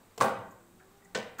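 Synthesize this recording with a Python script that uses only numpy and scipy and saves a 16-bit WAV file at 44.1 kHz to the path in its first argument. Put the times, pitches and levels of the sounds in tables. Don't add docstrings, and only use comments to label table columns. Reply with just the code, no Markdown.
import sys
import numpy as np
from scipy import signal
from scipy.fft import rfft, irfft
from scipy.io import wavfile
from scipy.ndimage import uniform_filter1d, map_coordinates

SR = 44100
rng = np.random.default_rng(int(sys.argv[2]) if len(sys.argv) > 2 else 0)


def log_audio(samples):
    frames = np.atleast_2d(samples).T
    limited = np.clip(frames, -1, 1)
    pcm = np.round(limited * 32767).astype(np.int16)
    wavfile.write(sys.argv[1], SR, pcm)


def nominal_scale(level):
    x = np.asarray(level, float) / 20
    return 10 ** x


N = 61739


def table(rows, hz, column=1):
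    rows = np.array(rows, float)
    return np.interp(np.log(np.maximum(hz, 1)), np.log(rows[:, 0]), rows[:, column])


def unit(x):
    return x / np.sqrt(np.mean(x ** 2))


def noise(gain):
    spectrum = rfft(rng.standard_normal(N))
    return unit(irfft(spectrum * gain(np.fft.rfftfreq(N, 1 / SR)), N))


def band(hz, width_hz):
    return noise(lambda f: 1 / (1 + ((f - hz) / width_hz * 2) ** 2))


def walk(rate_hz):
    k = int(SR / rate_hz)
    steps = np.repeat(rng.standard_normal(N // k + 1), k)
    return unit(uniform_filter1d(uniform_filter1d(steps, k), k)[:N])


# frequency in Hz, level in dB.
HISS_COLOUR = [(25, -3), (70, -6.5), (200, -5.5), (600, -9), (1200, -12), (2800, -22), (11500, -29.5),
               (14000, -25)]
# centre in Hz, width in Hz, level in dB rms.
HUM_BANDS = [(100.6, 13, -72.5), (182.3, 14, -72), (238.7, 6.3, -76), (7900, 1900, -75), (14700, 900, -104),
             (3795, 73, -85.5)]


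def hiss():
    swell_db = 0.4 * walk(7.1)
    edges_hz = [0, 150, 400, 1000, 2500, 6000, SR]
    freqs = np.fft.rfftfreq(N, 1 / SR)
    whole = rfft(noise(lambda f: nominal_scale(table(HISS_COLOUR, f))))
    bed = np.zeros(N)
    for lo, hi in zip(edges_hz, edges_hz[1:]):
        region = irfft(whole * (freqs >= lo) * (freqs < hi), N)
        bed += nominal_scale(swell_db + 0.7 * walk(12.5)) * region
    hum = sum(nominal_scale(db + 0.72 * walk(9.2)) * band(hz, width_hz) for hz, width_hz, db in HUM_BANDS)
    return nominal_scale(-59 - 2.5) * bed + hum


# centre in Hz, width in Hz, level in dB rms, strongest at in seconds, spread in seconds.
FAR_WHISTLE = (12050, 250, -83, .45, .33)


def whistle():
    hz, width_hz, db, peak_s, spread_s = FAR_WHISTLE
    flutter = nominal_scale(1.5 * walk(25))
    swell = np.exp(-.5 * ((np.arange(N) / SR - peak_s) / spread_s) ** 2)
    return nominal_scale(db) * flutter * band(hz, width_hz) * swell


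def knocks(hits, modes, colour):
    LONGEST_T60_S, CRACK_T60_S, PUSH_S = 0.14, 0.03, 0.00041
    SCATTER_DB, FOCUS_DB_PER_OCT, MIC_LOW_HZ = 3, 12.5, 111
    out, t = np.zeros((2, N)), np.arange(N) / SR
    hz, mode_db, t60_s = (np.array(modes, float).T)[:, :, None]
    t60_s = np.clip(t60_s, .01, LONGEST_T60_S)
    crack = noise(lambda f: nominal_scale(table(colour, f)))
    for start_s, ring_db, focus_hz, crack_db in hits:
        mix, detune = rng.standard_normal((2, len(hz), 1))
        i = int(start_s * SR)
        u = t[i:i + SR // 2] - i / SR
        octaves_off = np.abs(np.log2(hz / focus_hz))
        share = nominal_scale(mode_db + SCATTER_DB * mix - FOCUS_DB_PER_OCT * octaves_off)
        tones = np.sin(2 * np.pi * hz * (1 + 0.0086 * detune) * u)
        rise = 1 - np.exp(-u * hz)
        ring = (share * tones * 1000. ** (-u / t60_s) * rise).sum(axis=0)
        snap = crack[i:i + len(u)] * 1000. 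** (-u / CRACK_T60_S)
        push = 1 - np.exp(-u / PUSH_S)
        out[:, i:i + len(u)] += np.array([nominal_scale(ring_db) * ring, nominal_scale(crack_db) * snap]) * push
    return signal.sosfilt(signal.butter(2, MIC_LOW_HZ, "high", fs=SR, output="sos"), out)


# start in seconds, ring peak in dB, favoured pitch in Hz, crack in dB.
CORNER_HITS = [
    (.1778, -29, 470, -37.5),
    (.1806, -42, 470, -52),
    (.191, -36, 130, -55),
]
# frequency in Hz, level in dB, t60 in seconds.
CORNER_MODES = [(124.6, 4.5, 0.22), (226, -5, 0.077), (448, -0.5, 0.084), (695, -1, 0.038),
                (1053, 2, 0.058), (2000, 3, .04), (3550, 12, .035)]
# frequency in Hz, level in dB per Hz.
CORNER_CRACK = [(200, -1), (1000, 0), (2500, -6), (5000, -4.5), (7500, -6.5), (10000, -20), (13000, -14),
                (15700, -27)]


def corner_touch():
    return knocks(CORNER_HITS, CORNER_MODES, CORNER_CRACK)


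# start in seconds, level in dB rms, centre in Hz, width in Hz, fade in seconds.
RUBS = [(.509, -59, 7000, 1200, .009), (.511, -66, 12050, 400, .012), (.796, -58, 1600, 800, .034),
        (.74, -60, 220, 140, .04), (.972, -71, 6000, 2000, .008), (1.022, -64, 1970, 160, .022),
        (1.055, -64, 1990, 110, .04), (1.382, -57, 15000, 1200, .003), (1.147, -57, 14800, 1400, .005),
        (.208, -48, 14900, 900, .006), (1.046, -60, 7500, 2500, .012), (.178, -54, 3500, 300, .006)]


def rustles():
    t, out = np.arange(N) / SR, np.zeros(N)
    for start_s, db, hz, width_hz, fade_s in RUBS:
        rise = np.clip((t - start_s) / 0.0016, 0, 1)
        fade = np.exp(-np.maximum(t - start_s, 0) / fade_s)
        out += nominal_scale(db) * band(hz, width_hz) * rise * fade
    return out


# frequency in Hz, t60 in seconds, level in dB.
KITCHEN_DECAY = [(107, 1, 1), (285, 0.78, -3.5), (600, 0.56, 5.5), (1500, 0.64, 0.5), (3450, 0.46, -0.5),
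                 (6850, 0.36, -9), (14100, 0.21, 7.5)]


def kitchen():
    FIRST_ECHO_S, BUILD_S = 0.0053, 0.012
    t, out = np.arange(N) / SR, np.zeros(N)
    for hz in 60 * 2 ** (np.arange(25) / 3):
        level = np.sqrt(hz) * nominal_scale(table(KITCHEN_DECAY, hz, column=2))
        out += band(hz, hz / 4) * level * 1000. ** (-t / table(KITCHEN_DECAY, hz))
    out = out * np.clip((t - FIRST_ECHO_S) / BUILD_S, 0, 1)
    return out / np.sqrt(np.sum(out ** 2))


def echoes(knock, wet_db):
    ring_db, crack_db = -6, 4
    return nominal_scale(wet_db) * signal.fftconvolve(nominal_scale(np.array([ring_db, crack_db])) @ knock, kitchen())


# start in seconds, ring peak in dB, favoured pitch in Hz, crack in dB.
RATTLE_HITS = [(.2037, -29, 1400, -30.5), (.2096, -13, 1085, -21.5), (.2132, -19, 1130, -30.5),
               (.2145, -23.5, 680, -47), (.2165, -20, 487, -39), (.2205, -31, 1470, -21),
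               (.2275, -24, 600, -33.5), (.2395, -17.5, 557, -32.5), (.2445, -37, 1660, -36),
               (.257, -27.5, 228, -34.5), (.2676, -31, 1100, -56), (.262, -28, 228, -62),
               (.212, -28.5, 134, -65), (.277, -22.5, 500, -49), (.282, -32, 1140, -39),
               (.2305, -29, 1040, -36), (.292, -37, 1080, -44), (.301, -29.5, 523, -49),
               (.322, -30, 497, -59), (.336, -38.5, 1160, -64), (.365, -40, 793, -67),
               (.388, -40, 1030, -53), (.385, -42, 125, -66)]
# frequency in Hz, level in dB, t60 in seconds.
RATTLE_MODES = [(116.3, 5, 0.17), (228, -3, 0.12), (345, -6, 0.037), (470, -2.5, 0.05), (529.5, -5, 0.13),
                (662, -19, 0.036), (793, -4.5, 0.063), (1058.6, -12, 0.16), (1121, -1.5, 0.039),
                (1420, -0.5, 0.035), (1630, -6, 0.058), (1970, -7.5, 0.08), (2570, -10, 0.043),
                (3320, -10, 0.026)]
# frequency in Hz, level in dB per Hz.
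RATTLE_CRACK = [(100, -9.5), (500, 3), (1200, -3), (2500, -13), (6000, -18.5), (8500, -18.5),
                (12500, -29.5), (15200, -36.5)]


def tray_rattle():
    return knocks(RATTLE_HITS, RATTLE_MODES, RATTLE_CRACK)


# time in seconds, pitch in Hz, level in dB.
HINGE_HUM = [
    (.58, 339, -84),
    (.63, 343, -62),
    (.72, 345, -67),
    (0.801, 368, -63),
    (.92, 392.7, -66),
    (1.0, 403.5, -67),
    (1.07, 392.7, -61.5),
    (1.13, 402, -66),
    (1.161, 395, -100),
]
# multiple of the pitch, level in dB, strongest at in seconds, spread in seconds.
HINGE_OVERTONES = [(2, -3, .96, .03), (2, -5, 1.085, .03), (2, -4, .84, .02), (3, -7, .9, .04),
                   (5, -12, 1.033, .01), (5, -14, 1.07, .02)]


def hinge():
    t, (knot_s, knot_hz, knot_db) = np.arange(N) / SR, np.array(HINGE_HUM).T
    pitch_hz = np.interp(t, knot_s, knot_hz) * (1 + 0.00633 * walk(60.9))
    phase = 2 * np.pi * np.cumsum(pitch_hz) / SR
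    tone = np.sin(phase) * nominal_scale(1.7 * walk(6.64))
    for multiple, db, peak_s, spread_s in HINGE_OVERTONES:
        level = nominal_scale(db + 4.5 + 2 * walk(47.9))
        swell = np.exp(-.5 * ((t - peak_s) / spread_s) ** 2)
        tone = tone + level * swell * np.sin(round(multiple) * phase)
    return tone * nominal_scale(np.interp(t, knot_s, knot_db, left=-120, right=-120))


# start in seconds, ring peak in dB, favoured pitch in Hz, crack in dB.
FRAME_HITS = [(1.1478, -31.5, 1720, -32.5), (1.1495, -35.5, 4400, -35.5), (1.1512, -30.5, 1700, -36.5),
              (1.155, -22.5, 470, -42), (1.1572, -24, 1540, -46), (1.1625, -32, 1020, -38.5),
              (1.165, -32, 1740, -44.5), (1.173, -50, 2750, -37.5), (1.1763, -25, 492, -49),
              (1.186, -36.5, 218, -40), (1.199, -36, 600, -44), (1.228, -43.5, 1745, -63),
              (1.232, -41, 480, -65), (1.275, -48, 550, -64)]
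# frequency in Hz, level in dB, t60 in seconds.
FRAME_MODES = [(130, 2.5, .14), (213, 4.5, 0.15), (451, -4, 0.082), (486, 1.5, 0.039), (594, -4.5, 0.13),
               (1020, -11.5, 0.075), (1540, -0.5, 0.039), (1757, -3.5, 0.069), (2720, -18, 0.013),
               (3430, -2, 0.034), (4400, 3.5, 0.022), (4944, 0, .02), (6800, 9, 0.017), (7980, 7.5, 0.016)]
# frequency in Hz, level in dB per Hz.
FRAME_CRACK = [(100, -5.5), (450, -3.5), (800, -6.5), (2200, -3), (4800, -8.5), (8000, -15.5),
               (11000, -33.5), (15700, -41)]


def flap_knock():
    return knocks(FRAME_HITS, FRAME_MODES, FRAME_CRACK)


# start in seconds, ring peak in dB, favoured pitch in Hz, crack in dB.
CATCH_HITS = [
    (1.3836, -51, 1500, -43),
    (1.3852, -45, 1800, -44),
    (1.388, -43, 1010, -48),
    (1.391, -40, 1350, -48.5),
    (1.3938, -28.5, 1370, -52),
    (1.3965, -36, 1000, -52),
]
# frequency in Hz, level in dB, t60 in seconds.
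CATCH_MODES = [(1024, -1, 0.054), (1370, -0.5, 0.031), (1800, -2, 0.043), (420, -8, .07), (233, 8, 0.072),
               (586, -4, .05)]
# frequency in Hz, level in dB per Hz.
CATCH_CRACK = [(300, 4.5), (1600, -2), (2850, -13), (5300, -18), (6800, -9.5), (9000, -21.5),
               (13000, -22.5), (15200, -21)]


def latch():
    return knocks(CATCH_HITS, CATCH_MODES, CATCH_CRACK)


# centre in Hz, width in Hz, lift in dB.
PORT_PEAKS = [(15500, 760, 12.5), (8030, 1400, 3.5), (6240, 200, 4)]


def port(x):
    for hz, width_hz, db in PORT_PEAKS:
        b, a = signal.iirpeak(hz, hz / width_hz, fs=SR)
        x = x + (nominal_scale(db) - 1) * signal.lfilter(b, a, x)
    return x


def scene():
    DRIFT_S, DRIFT_RATE_HZ = .00015, 45
    tray = tray_rattle() + corner_touch()
    flap = flap_knock() + latch()
    wet = echoes(tray, wet_db=-6.5) + echoes(flap, wet_db=-7.5)
    read_at = np.arange(N) + DRIFT_S * SR * walk(DRIFT_RATE_HZ)
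    wet = map_coordinates(wet, [read_at], mode="nearest")
    quiet = hinge() + rustles() + hiss() + whistle()
    return (port((tray + flap).sum(axis=0) + wet) + quiet)[None]


def top_cut(x):
    return signal.sosfilt(signal.butter(12, 16780, fs=SR, output="sos"), x)


def record(dry):
    low_pass = signal.ellip(10, .5, 90, 15600, fs=SR, output="sos")
    mix = signal.sosfilt(low_pass, dry)
    return top_cut(mix)


dry = scene()
out = record(dry)
log_audio(out)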